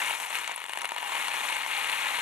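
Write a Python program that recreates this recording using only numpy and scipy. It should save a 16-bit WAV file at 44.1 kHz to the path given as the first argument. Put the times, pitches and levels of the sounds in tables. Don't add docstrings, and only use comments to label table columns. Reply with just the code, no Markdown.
import sys
import numpy as np
from scipy import signal
from scipy.fft import rfft, irfft, next_fast_len
from scipy.io import wavfile

SR = 44100
rng = np.random.default_rng(int(sys.argv[2]) if len(sys.argv) > 2 else 0)


def volts_from_db(level):
    exponent = np.asarray(level, float) / 20
    return 10 ** exponent


def pcm_store(signal):
    levels = np.round(np.clip(np.atleast_2d(signal), -1, 1) * 32767)
    wavfile.write(sys.argv[1], SR, levels.astype(np.int16).T)


N = 97637

# start_s, peak_db, centre_hz, deep_ring_db
LANDINGS = [(0.097, -23, 2030, -32), (0.1094, -19.5, 2740, -29), (0.2004, -21.5, 2210, -46),
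            (0.2488, -23.5, 2200, -42), (0.3047, -26, 2140, -34), (0.3534, -18.5, 2780, -38),
            (0.3727, -25.5, 2220, -38), (0.386, -23, 2600, -37), (0.4146, -29, 2200, -35),
            (0.4344, -28, 2790, -41), (0.4438, -24.5, 2690, -40), (0.4766, -17, 2920, -38),
            (0.4944, -30, 2660, -31.5), (0.5131, -23, 2210, -36), (0.5176, -23.5, 2080, -40),
            (0.5773, -25.5, 1780, -36), (0.617, -26, 1730, -45), (0.6406, -23.5, 3240, -50),
            (0.6625, -27.5, 2130, -38), (0.6949, -20.5, 2180, -44), (0.7337, -19, 2740, -38),
            (0.7572, -28, 1400, -36), (0.7736, -19.5, 2360, -35), (0.7921, -37, 2130, -42),
            (0.8086, -24, 2260, -41), (0.817, -23, 1970, -32), (0.8324, -28.5, 2850, -36),
            (0.8413, -30, 2530, -36), (0.8452, -18.5, 1910, -32), (0.854, -18, 2410, -36),
            (0.8915, -23, 2220, -55), (0.9082, -26, 2730, -34), (0.9192, -21.5, 2110, -27.5),
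            (0.9628, -21, 2240, -26.5), (0.9827, -20, 1690, -33), (1.0282, -23.5, 1800, -34),
            (1.1207, -32, 2240, -27.5), (1.1528, -19.5, 2770, -30), (1.2132, -28, 2260, -42),
            (1.2825, -17, 2620, -28), (1.3406, -22.5, 2170, -29), (1.489, -19, 2330, -40),
            (1.523, -30, 2480, -35), (1.5664, -19, 2200, -37), (1.662, -24, 2250, -30),
            (1.7134, -20, 2230, -38), (1.8447, -23, 2430, -34), (1.8965, -16.5, 2400, -49),
            (2.0545, -39, 2370, -33.5), (2.1879, -21, 2380, -36)]
HEAP_HZ, TUBE_HZ = np.geomspace(200, 4700, 30), np.geomspace(5100, 15700, 30)


def rms_one(x):
    return x / np.sqrt(np.mean(x ** 2) + 1e-20)


def at_hz(points, hz):
    table_hz, value = np.transpose(points)
    return np.interp(np.log(hz), np.log(table_hz + 1), value)


def filtered(x, order, cut_hz, kind):
    return signal.sosfilt(signal.butter(order, cut_hz, kind, fs=SR, output="sos"), x)


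def flow(s, column):
    # start_s, knock_db, tick_re_knock_db, density (0-2), deep_ring_db
    flow_points = np.array([(0, -30, -11.5, 1.56, -0.3), (.105, -30.5, -11, 1.8, -1.5),
                            (.185, -36.5, -9.5, 0.93, 0), (.22, -34, -9, 1.14, -0.5),
                            (.29, -37.5, -12, 1, 1), (.35, -32, -10.5, 1.25, -1.5),
                            (.45, -36, -15, 0.87, -1.9), (.55, -40, -13.5, 0.59, 0),
                            (.65, -43.5, -12.5, 0.63, 2), (.8, -38.5, -11, 0.53, 2),
                            (.87, -40.5, -15, 0.67, 1.5), (1.0, -36.5, -14, 0.81, 1),
                            (1.17, -31.5, -13, 1.53, 1.1), (1.32, -32.5, -12.5, 1.68, -0.5),
                            (1.48, -31, -12.5, 1.77, 0), (1.66, -34, -13, 1.11, -1),
                            (1.75, -30.5, -14.5, 1.71, -3), (2.21, -30, -13, 1.88, -1)])
    return np.interp(s, flow_points[:, 0], flow_points[:, column])


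def air():
    # freq_hz, density_db_per_hz
    air_colour = [(25, -22), (60, -8), (120, -9), (200, -1), (300, 6.5), (500, -31)]
    hz = np.maximum(np.fft.rfftfreq(N, 1 / SR), 1)
    common, own = rng.standard_normal(N), rng.standard_normal((2, N))
    own_share = 0.2 * (1 + 90 / hz)
    spectrum = (rfft(common) + own_share * rfft(own)) * volts_from_db(at_hz(air_colour, hz))
    stream_db = flow(np.arange(N) / SR, column=1)
    level_db = -68.5 + 1.1 * (stream_db - stream_db.mean())
    return volts_from_db(level_db) * rms_one(irfft(spectrum, N))


def strike(s, sizes, pitches_hz, t60s, colour_db, order=0):
    # freq_hz, likeness (0-1)
    port_likeness = [(200, 1), (800, 0.93), (2000, 0.96), (3200, 0.87), (4600, 0.7), (6000, 0.67),
                     (12000, 0.55), (14200, 0.1)]
    out = np.zeros((2, N))
    at = np.clip((s * SR).astype(int), 0, N - 1)
    draw = rng.standard_normal((len(s), len(pitches_hz), 3))
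    for k, (hz, t60_s) in enumerate(zip(pitches_hz, t60s)):
        alike = np.clip(at_hz(port_likeness, hz), 0, 1)
        sign = order ** k if order else np.sign(draw[:, k, 1])
        size = sizes[:, k] * volts_from_db(colour_db * draw[:, k, 0])
        left = size * sign
        right = size * (alike * sign + np.sqrt(1 - alike ** 2) * draw[:, k, 2])
        clicks = np.array([np.bincount(at, left, N), np.bincount(at, right, N)]) + 1e-18
        r, w = volts_from_db(-60 / (t60_s * SR)), 2 * np.pi * hz / SR
        out += signal.lfilter([0, np.sin(w)], [1, -2 * r * np.cos(w), r * r], clicks)
    return out


def thuds():
    # start_s, peak_db
    base_hits = [(0.045, -60), (0.493, -44.5), (0.659, -52), (0.693, -48), (0.775, -44), (0.848, -47),
                 (0.919, -39), (0.962, -46), (1.176, -48), (1.357, -41), (1.522, -39), (2.048, -44)]
    s, db = np.transpose(base_hits)
    thump = strike(s, volts_from_db(db - 3)[:, None], pitches_hz=[387], t60s=[0.033], colour_db=0)
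    return filtered(thump, 3, 215, "high")


def soft(x):
    return filtered(x, 8, 4545, "low")


def near(hz, centre_hz, width_oct):
    return np.exp(-.5 * (np.log2(hz / centre_hz[:, None]) / width_oct) ** 2)


def knock_modes():
    # freq_hz, density_db_per_hz
    heap_colour = [(200, -19), (400, -29.5), (650, -22.5), (930, -15), (1400, -14.5), (2300, -9.5),
                   (3300, -14.5), (4700, -22.5)]
    # freq_hz, height_db, t60_s
    cup_modes = [(831, -13, 0.04), (889, -9, 0.035), (969, -8, 0.029), (1039, -6.5, 0.02),
                 (1300, -16.5, 0.041), (1823, -8, 0.019), (2200, -8.5, 0.035), (2430, -6, .015),
                 (2833, -6.5, 0.026), (3670, -17, 0.031), (4210, -13, 0.024)]
    cup_hz, cup_db, cup_t60_s = np.transpose(cup_modes)
    heap_height = volts_from_db(at_hz(heap_colour, HEAP_HZ)) * HEAP_HZ / 2000
    heap_t60_s = 30.2 / HEAP_HZ
    return np.r_[HEAP_HZ, cup_hz], np.r_[heap_height, volts_from_db(cup_db - 5.5)], np.r_[heap_t60_s, cup_t60_s]


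def tube_modes():
    # freq_hz, density_db_per_hz
    tube_colour = [(2820, -39), (4800, -6.5), (7150, -2.5), (8650, -4), (10100, -1), (12300, -6),
                   (14200, -26), (15100, -26), (16000, -16)]
    height = volts_from_db(at_hz(tube_colour, TUBE_HZ)) * TUBE_HZ / 10000
    return TUBE_HZ, height, 61 / TUBE_HZ


def singles(s, db, centre_hz, modes, width_oct, colour_db, damping, order=-1):
    bounce_s, bounce_loss_db = 0.001, 3.5
    hz, height, t60_s = modes
    turn = np.tile(np.arange(3), len(s))
    s, db, centre_hz = np.repeat([s, db, centre_hz], 3, axis=1)
    s = s + turn * bounce_s * rng.uniform(0.54, 1.5, len(s))
    colour = volts_from_db(colour_db * rng.standard_normal((len(s), len(hz))))
    tone = near(hz, centre_hz, width_oct) * height * colour
    tone = tone / np.linalg.norm(tone, axis=1, keepdims=True)
    size = volts_from_db(db - bounce_loss_db * turn)
    return strike(s, size[:, None] * tone, hz, damping * t60_s, 0, order=order)


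def bright_ticks():
    # start_s, peak_db, ring_hz
    tick_events = [(0.0223, -30, 7870), (0.0722, -23, 9540), (0.1486, -24, 10800), (0.1992, -29, 7980),
                   (0.2159, -30, 9750), (0.2583, -27, 11900), (0.2843, -34, 5930), (0.3025, -25, 7950),
                   (0.339, -32, 9700), (0.3471, -31, 9380), (0.3721, -31, 9980), (0.386, -29, 7440),
                   (0.4609, -34, 7880), (0.4743, -27, 6400), (0.5167, -31, 6610), (0.5603, -17, 9900),
                   (0.601, -29, 10200), (0.6399, -36, 7630), (0.6614, -32, 8640), (0.689, -32, 8850),
                   (0.6943, -36, 8300), (0.7198, -34, 8280), (0.7198, -30, 10200), (0.733, -37, 7700),
                   (0.7731, -45, 8360), (0.7737, -35, 7370), (0.7866, -24.5, 10100), (0.817, -32, 6000),
                   (0.816, -25, 10100), (0.853, -23.5, 9200), (0.8749, -29, 10200), (0.889, -30, 7100),
                   (0.9443, -34, 7100), (0.9817, -34, 8750), (1.0296, -51, 9410), (1.0395, -36, 7100),
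                   (1.063, -33, 9720), (1.0944, -34, 7710), (1.1194, -32, 7770), (1.1528, -33, 9570),
                   (1.1662, -29, 10200), (1.2555, -36, 11100), (1.282, -29, 9390), (1.3344, -27, 9650),
                   (1.3927, -45, 9910), (1.476, -26, 7000), (1.5245, -25, 9820), (1.5504, -27, 6940),
                   (1.6636, -37, 7250), (1.7055, -37, 9860), (1.7759, -24, 9730), (1.7908, -23, 11800),
                   (1.8233, -41, 9190), (1.8432, -34, 9100), (1.8861, -35, 10300), (1.9165, -24, 8900),
                   (1.925, -28, 10400), (1.9477, -24, 10600), (2.0767, -49, 9880), (2.1206, -28, 10500)]
    s, db, ring_hz = np.transpose(tick_events)
    return singles(s, db - 1, ring_hz, tube_modes(), width_oct=0.13, colour_db=0.95, damping=0.91)


def deep_ring():
    s, _, _, db = np.transpose(LANDINGS)
    return soft(strike(s, volts_from_db(db + 5.5)[:, None], pitches_hz=[940], t60s=[0.021], colour_db=0))


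def landings():
    s, db, centre_hz, _ = np.transpose(LANDINGS)
    knock = singles(s + 0.0001, db - 7, centre_hz, knock_modes(),
                    width_oct=0.6, colour_db=4.1, damping=0.55, order=1)
    tick_hz = np.full(len(s), 8500.)
    tick = singles(s, db - 9, tick_hz, tube_modes(), width_oct=0.53, colour_db=3.7, damping=0.87)
    return soft(knock) + deep_ring() + tick


def drift(rate_hz):
    sos = signal.butter(1, [rate_hz / 3, rate_hz], "band", fs=SR, output="sos")
    return rms_one(signal.sosfilt(np.r_[sos, sos], rng.standard_normal(N + 8000))[8000:])


def stream(per_s, spread_db, clumps):
    count, clump_db = 12000, 1.3
    draw = rng.random((count, 4))
    s = draw[:, 0] * N / SR
    density = np.clip(flow(s, column=3), .05, 2)
    clump = volts_from_db(clump_db / np.sqrt(density) * clumps[(s * SR).astype(int)])
    rate = per_s * density * clump
    kept = np.clip((rate * N / SR / count - draw[:, 1]) * 50, 0, 1)
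    uneven = volts_from_db(spread_db * np.minimum(-np.log(1 - draw[:, 2]), 4))
    return s, kept * uneven / np.sqrt(density), draw[:, 3]


def rattle():
    clumps, t = drift(70), np.arange(N) / SR

    s, size, pitch = stream(2600, 0.93, clumps)
    hz, height, t60_s = knock_modes()
    centre_hz = HEAP_HZ[0] * (HEAP_HZ[-1] / HEAP_HZ[0]) ** pitch
    tone = near(hz, centre_hz, width_oct=0.93)
    tone = tone * volts_from_db(np.outer(flow(s, column=4), hz < 1200))
    knocks = rms_one(soft(strike(s, np.outer(size, height) * tone, hz, t60_s, colour_db=3)))

    tick_s, tick_size, tick_pitch = stream(3080, 1.46, clumps)
    hz, height, t60_s = tube_modes()
    all_s, all_size = np.r_[s, tick_s], np.r_[0.35 * size, tick_size]
    all_pitch = np.r_[tick_pitch[::-1], tick_pitch]
    tone = near(hz, hz[0] * (hz[-1] / hz[0]) ** all_pitch, width_oct=0.19)
    ticks = rms_one(strike(all_s, np.outer(all_size, height) * tone, hz, t60_s, colour_db=-1.5))
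    return volts_from_db(flow(t, column=1)) * (knocks + volts_from_db(flow(t, column=2)) * ticks)


def scene():
    pasta = rattle() + landings() + bright_ticks()
    return filtered(pasta, 2, 532, "high") + thuds() + air()


def band_limit(x):
    return signal.sosfilt(signal.butter(12, 16510, fs=SR, output="sos"), x)


def record(dry):
    # freq_hz, left_re_right_db
    port_balance = [(60, 1), (150, .5), (380, 1.5), (950, 3.5), (2380, 6.5), (4400, 7.5), (8000, 12.5),
                    (15000, 10.5)]
    # freq_hz, left_lead_rad
    port_lead = [(60, -.2), (250, -.7), (600, -1.2), (1500, -1.35), (3600, -.75), (4850, -2.1), (6000, -.6),
                 (10000, -.25)]
    size = next_fast_len(N + 2048)
    hz = np.maximum(np.fft.rfftfreq(size, 1 / SR), 1)
    half = volts_from_db(at_hz(port_balance, hz) / 2) * np.exp(.5j * at_hz(port_lead, hz))
    resonance = volts_from_db(9.5 * np.exp(-.5 * ((hz - 15140) / 250) ** 2))
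    x = filtered(dry, 2, 60, "high")
    x = irfft(rfft(x, size) * resonance * np.array([half, 1 / half]), size)[:, :N]
    x = signal.sosfilt(signal.cheby2(16, 60, 16050, fs=SR, output="sos"), x)
    return band_limit(x)


dry = scene()
out = record(dry)
pcm_store(out)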